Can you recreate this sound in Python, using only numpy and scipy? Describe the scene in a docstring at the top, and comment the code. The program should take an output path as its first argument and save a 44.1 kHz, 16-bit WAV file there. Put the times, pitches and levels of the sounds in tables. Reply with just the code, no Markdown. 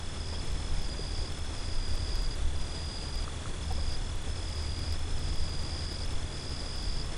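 """Crickets sing at night in an open field: a tree cricket trills steadily, two ground crickets, one near
and one far, in broken trills. Each sings by stridulation: a scraper runs over a file of teeth and drives
a wing resonance. Wind buffets the microphone, far engines hum, and a few small taps and rustles fall
over the amplifier's hiss. The recorder ticks faintly as it loses samples."""
import sys
import numpy as np
from scipy import signal
from scipy.fft import rfft, irfft
from scipy.io import wavfile
from scipy.ndimage import uniform_filter1d

SR = 44100
rng = np.random.default_rng(int(sys.argv[2]) if len(sys.argv) > 2 else 0)


def file_out(sig):
    """Save sig as 16-bit WAV at sys.argv[1]."""
    # one column per channel
    cols = np.atleast_2d(sig).T
    # limit, then scale
    lim = np.clip(cols, -1, 1)
    pcm = np.round(lim * 32767).astype(np.int16)
    wavfile.write(sys.argv[1], SR, pcm)


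N = 316197


def gain_of(db):
    """Amplitude ratio of a level in decibels."""
    return 10 ** (np.asarray(db) / 20)


def unit_rms(x):
    """Normalisation to a mean power of 1."""
    return x / np.sqrt(np.mean(abs(x) ** 2) + 1e-20)


def curves(rows):
    """Linear interpolation of a time table's columns, sample by sample."""
    times, *columns = np.transpose(rows)
    return [np.interp(np.arange(N) / SR, times, column) for column in columns]


def coloured_noise(spectrum):
    """Spectral shaping of white noise, rms 1."""
    corner_hz, db = np.transpose(spectrum)
    hz = np.fft.rfftfreq(N, 1 / SR)
    shape = gain_of(np.interp(np.log(hz + 1), np.log(corner_hz + 1), db, right=-120))
    return unit_rms(irfft(rfft(rng.standard_normal(N)) * shape, N))


def wander(width_hz):
    """Slow random modulation: complex noise with a Gaussian spectrum, rms 1."""
    hz = np.fft.fftfreq(N, 1 / SR)
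    return unit_rms(np.fft.ifft(np.exp(2j * np.pi * rng.random(N) - 2 * (hz / width_hz) ** 2)))


def add(mix, start_s, sound):
    """Superposition of a sound on the mix, cut to fit."""
    at = round(start_s * SR)
    part = mix[max(at, 0):][:len(sound) + min(at, 0)]
    part += sound[max(-at, 0):][:len(part)]


def hiss():
    """Broadband noise of the amplifier and rumble of far air, with slight amplitude modulation."""
    # noise spectrum: frequency_hz, relative_density_db
    spectrum = [(30, 2), (60, 9.5), (110, 6.5), (190, -1), (330, -2.5), (700, -8), (1500, -12), (2700, -15),
                (5600, -17), (9800, -19.5), (10500, -23.5), (11200, -48)]
    return gain_of(-41 + 1.04 * wander(54).real) * coloured_noise(spectrum)


def engines():
    """Far tones whose phase and amplitude drift as they propagate through the air."""
    # two strongest tones: time_s, lower_level_db, upper_level_db
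    hum_levels = [(0.0, -51, -48), (0.18, -57, -44.5), (0.68, -46.5, -62), (0.96, -61, -55),
                  (1.14, -40, -43.5), (1.76, -45, -45), (2.0, -47, -38.5), (2.21, -51, -54),
                  (2.66, -38, -44.5), (2.91, -50, -54), (3.15, -41, -67), (3.51, -46, -43),
                  (3.75, -35, -47), (3.93, -44.5, -46), (4.47, -42, -40), (6.07, -46, -41.5),
                  (7.05, -48, -58), (7.17, -61, -56)]
    # weaker narrowband tones: pitch_hz, width_hz, level_db
    drone_bands = [(40.4, 2.1, -48), (69.3, 1.5, -60), (76, 3.9, -46), (108.5, 5.2, -57), (124, 2.3, -58.5),
                   (137.3, 2.2, -59), (140.7, 0.79, -56), (164, 2.2, -59.5)]
    t = np.arange(N) / SR
    hum = sum(gain_of(db) * np.sqrt(2) * np.sin(2 * np.pi * hz * t + 0.89 * wander(0.81).real)
              for hz, db in zip((73, 82.8), curves(hum_levels)))
    drones = sum(gain_of(db) * np.sqrt(2) * (wander(width_hz) * np.exp(2j * np.pi * hz * t)).real
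                 for hz, width_hz, db in drone_bands)
    return hum + drones


def wind():
    """Low-frequency pressure fluctuations on the microphone, swelling in gusts."""
    # gust envelope: time_s, level_db
    gusts = [(0.0, -36.5), (0.3, -36), (0.5, -28.5), (1.72, -36.5), (1.78, -28.5), (2.6, -29),
             (2.85, -42.5), (3.24, -30.5), (3.3, -40), (4.13, -32.5), (4.47, -39.5), (5.45, -28.5),
             (5.47, -36), (6.15, -31), (6.23, -38.5), (7.17, -32.5)]
    # pressure spectrum: frequency_hz, relative_density_db
    buffet = [(2, -28), (6, -10.5), (12, -0.5), (30, -7.5), (55, -16.5), (80, -26.5), (150, -42.5)]
    flutter_db = 1.5 * wander(5.7).real
    return gain_of(curves(gusts)[0] + flutter_db) * coloured_noise(buffet)


def rustles():
    """Friction noise: brief soft brushes of cloth or grass."""
    # brushes: start_s, length_s, level_db
    brushes = [(0.315, .04, -45), (6.62, .08, -50)]
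    out = np.zeros(N)
    noise = coloured_noise([(200, -20), (400, 6), (1000, 2), (3000, -14), (5000, -30)])
    for start_s, length_s, db in brushes:
        size = round(length_s * SR)
        add(out, start_s, gain_of(db) * np.hanning(size) * noise[round(start_s * SR):][:size])
    return out


def taps():
    """Damped oscillation: small dull knocks near the microphone, each ringing in one or a few modes."""
    # one row per mode, each with a soft onset: start_s, peak_db, pitch_hz, rise_s, t60_s
    modes = [(0.346, -41, 3290, .002, .05), (0.992, -35, 400, .002, .028), (3.2785, -32, 1220, .0006, .014),
             (3.457, -33.5, 1300, .0006, .014), (3.703, -35.5, 760, .006, .06),
             (3.708, -45, 910, .005, .05), (3.706, -43, 480, .005, .05), (3.780, -39.5, 550, .004, .04),
             (3.784, -45, 1150, .003, .04)]
    out, t = np.zeros(N), np.arange(SR // 8) / SR
    for start_s, db, hz, rise_s, t60_s in modes:
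        envelope = gain_of(-60 * t / t60_s) * (1 - np.exp(-t / rise_s))
        add(out, start_s, gain_of(db) * envelope / envelope.max() * np.sin(2 * np.pi * hz * t))
    return out


def grass_scattering(song, t60_s=.1, tail_db=-13):
    """Scattering by grass and brush turns part of a song's power into a short diffuse tail."""
    t = np.arange(SR // 5) / SR
    response = rng.standard_normal(len(t)) * gain_of(-60 * t / t60_s)
    tail = unit_rms(signal.oaconvolve(song, response)[:N])
    return unit_rms(unit_rms(song) + gain_of(tail_db) * tail) * np.std(song)


def wing_stroke(start_hz, end_hz, bend, rise_s, fall_s, ring_hz, width_hz, direct_gain):
    """Forced resonance: ever slower tooth strikes drive the wing, which beats with them and rings on."""
    t = np.arange(-rise_s, fall_s + 0.019, 1 / SR)
    swell = np.cos(np.pi / 2 * np.clip(np.where(t < 0, -t / rise_s, t / fall_s), 0, 1))
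    progress = np.clip((t + rise_s) / (rise_s + fall_s), 0, 1)
    tooth_hz = start_hz + (end_hz - start_hz) * progress ** bend
    drive = swell * np.exp(2j * np.pi * np.cumsum(tooth_hz) / SR)
    radius = np.exp(-np.pi * width_hz / SR)
    ring = signal.lfilter([1 - radius], [1, -radius * np.exp(2j * np.pi * ring_hz / SR)], drive)
    sound = ring + direct_gain * drive
    power = uniform_filter1d(abs(sound) ** 2, size=200)
    return sound * np.sqrt(2 / power.max()), power.argmax() / SR


def stridulation(times, levels, wing, spread_db, jitter_s, detune):
    """A pulse train of wing strokes, no two quite alike, the stronger gliding lower."""
    out = np.zeros(N)
    start_hz, end_hz, *shape = wing
    for time_s, db in zip(times, levels):
        louder, later, phase, start_shift, end_shift = rng.standard_normal(5)
        deeper = .003 * (db - np.mean(levels))
        sound, peak_s = wing_stroke(start_hz * (1 + detune * start_shift),
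                                    end_hz * (1 + detune * end_shift - deeper), *shape)
        pulse = gain_of(db + spread_db * louder) * (sound * np.exp(10j * phase)).real
        add(out, time_s - peak_s + jitter_s * later, pulse)
    return out


def run_times(first_s, last_s, count, period_s, drag_power):
    """Nearly periodic strokes that drag towards the end; a higher power delays the drag."""
    k = np.arange(count)
    drag_s = last_s - first_s - period_s * k[-1]
    return first_s + period_s * k + drag_s * (k / k[-1]) ** drag_power


def far_cricket(wing, warmup_db=-6, brush_db=-10):
    """Stuttering stridulation: after a full stroke the scraper may only brush the file."""
    # trills: first_s, last_s, stroke_count, warmup_count, stutter_from_s, stutter_to_s, level_db
    trills = [(0.0054, 0.8636, 60, 0, 0, 0.18, -47.5), (1.052, 1.7672, 50, 7, 1.27, 1.46, -48.3),
              (1.908, 2.19, 21, 5, 0, 0, -50.2), (3.6271, 4.1007, 33, 0, 3.66, 3.94, -48.3),
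              (4.2742, 4.6412, 26, 1, 4.29, 4.47, -47.3), (4.785, 5.4626, 48, 5, 4.97, 5.28, -47.5),
              (5.651, 6.2289, 41, 1, 5.92, 6.04, -47), (6.3412, 7.1531, 57, 1, 6.41, 6.64, -47)]
    times, levels = [], []
    for first_s, last_s, count, warmup, stutter_from_s, stutter_to_s, db in trills:
        brushed = True  # so the first stroke is never brushed
        for k, time_s in enumerate(run_times(first_s, last_s, count, period_s=.0141, drag_power=4)):
            chance = .7 if stutter_from_s < time_s < stutter_to_s else .13
            brushed = rng.random() < chance and not brushed
            times.append(time_s)
            levels.append(db + warmup_db * (k < warmup) + brush_db * brushed)
    return stridulation(times, levels, wing, spread_db=1.2, jitter_s=.0006, detune=.011)


def near_cricket(wing, pause_s=.0245, warmup_db=-10, swell_db=-4.5, brush_db=-12):
    """Stridulation in bursts: a lone stroke, a pause, weak warm-up strokes, then a swelling run."""
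    # trills: opening_s, last_s, run_count, warmup_count, period_s, drag_power, opening_db, full_db
    trills = [(0.2065, 0.3951, 12, 1, .01385, 8, -43, -43), (0.7399, 1.2759, 37, 6, .01372, 8, -48, -41.5),
              (1.5388, 2.3413, 56, 1, .01385, 8, -47.5, -41.5),
              (2.5612, 3.2413, 47, 1, .01378, 8, -44.5, -41.5),
              (3.6894, 3.966, 19, 3, .01385, 8, -46, -41.5), (4.3785, 4.9403, 39, 5, .01385, 8, -48, -42),
              (5.1806, 6.037, 59, 2, .01383, 4, -45.5, -41),
              (6.2649, 7.0155, 53, 3, .0137, 4, -45.5, -41.5)]
    # strokes that only brush the file: time_s
    brush_times = [0.371, 0.889, 0.955, 1.618, 2.277, 2.291, 2.654, 3.113, 3.784, 3.852, 3.966, 5.62, 5.972]
    times, levels = [], []
    for opening_s, last_s, count, warmup, period_s, drag_power, opening_db, full_db in trills:
        k = np.arange(count)
        run_db = full_db + np.where(k < warmup, warmup_db, swell_db * ((count - k) / (count - warmup)) ** 2)
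        times += [opening_s, *run_times(opening_s + pause_s, last_s, count, period_s, drag_power)]
        levels += [opening_db, *run_db]
    times, levels = np.array(times), np.array(levels)
    brushed = abs(times[:, None] - brush_times).argmin(0)
    levels[brushed] += brush_db
    return stridulation(times, levels, wing, spread_db=1.3, jitter_s=.0006, detune=.006)


def tree_cricket(wing, level_db=-49):
    """Continuous stridulation: one unbroken trill at a nearly constant pulse rate."""
    # pace of the trill: time_s, cumulative_stroke_count
    pace = [(0.0035, 0), (5.203, 216), (5.481, 227), (6.3289, 262), (7.1691, 297)]
    marks_s, counts = np.transpose(pace)
    times = np.interp(np.arange(counts[-1] + 1), counts, marks_s)
    levels = np.full(len(times), level_db)
    return stridulation(times, levels, wing, spread_db=.7, jitter_s=.0004, detune=.004)


def crickets():
    """Three singers in the grass, each pitched by its own tooth rate and wing resonance."""
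    # tooth-rate glide, envelope and resonance of each wing:
    # start_hz, end_hz, bend_power, rise_s, fall_s, ring_hz, width_hz, direct_gain
    tree_wing = (3730, 3275, .66, .0054, .0077, 3350, 110, .15)
    near_wing = (5230, 4580, .72, .0071, .0051, 4940, 48, .3)
    far_wing = (5530, 4880, .72, .0071, .0051, 5210, 75, .27)
    songs = tree_cricket(tree_wing), near_cricket(near_wing), far_cricket(far_wing)
    return sum(grass_scattering(song) for song in songs)


def scene():
    """Superposition of all sources in one channel."""
    return (crickets() + wind() + engines() + hiss() + taps() + rustles())[None]


def record(dry, first_s=-.38065, step_s=.066757, cycle_s=.567376, cutoff_hz=15900):
    """Discontinuities tick: lost samples pull the wave to zero for an instant; a low-pass follows."""
    # chance of a lost sample at each of eight even steps in a cycle: probability
    loss_chance = [.45, .95, .95, .9, .8, .65, .45, .15]
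    cycles_s = np.arange(0, N / SR + 1, cycle_s)
    times = first_s + np.add.outer(cycles_s, step_s * np.arange(len(loss_chance)))
    times = times[(rng.random(times.shape) < loss_chance) & (times > 0) & (times < (N - 1) / SR)]
    lost = np.zeros(N)
    lost[np.round(times * SR).astype(int)] = 1
    ticking = dry * (1 - np.convolve(lost, [.5, 1, .5], "same"))
    lowpass = signal.firwin(511, cutoff_hz, window=("kaiser", 9), fs=SR)
    return signal.oaconvolve(ticking, lowpass[None], "same")


dry = scene()
out = record(dry)
file_out(out)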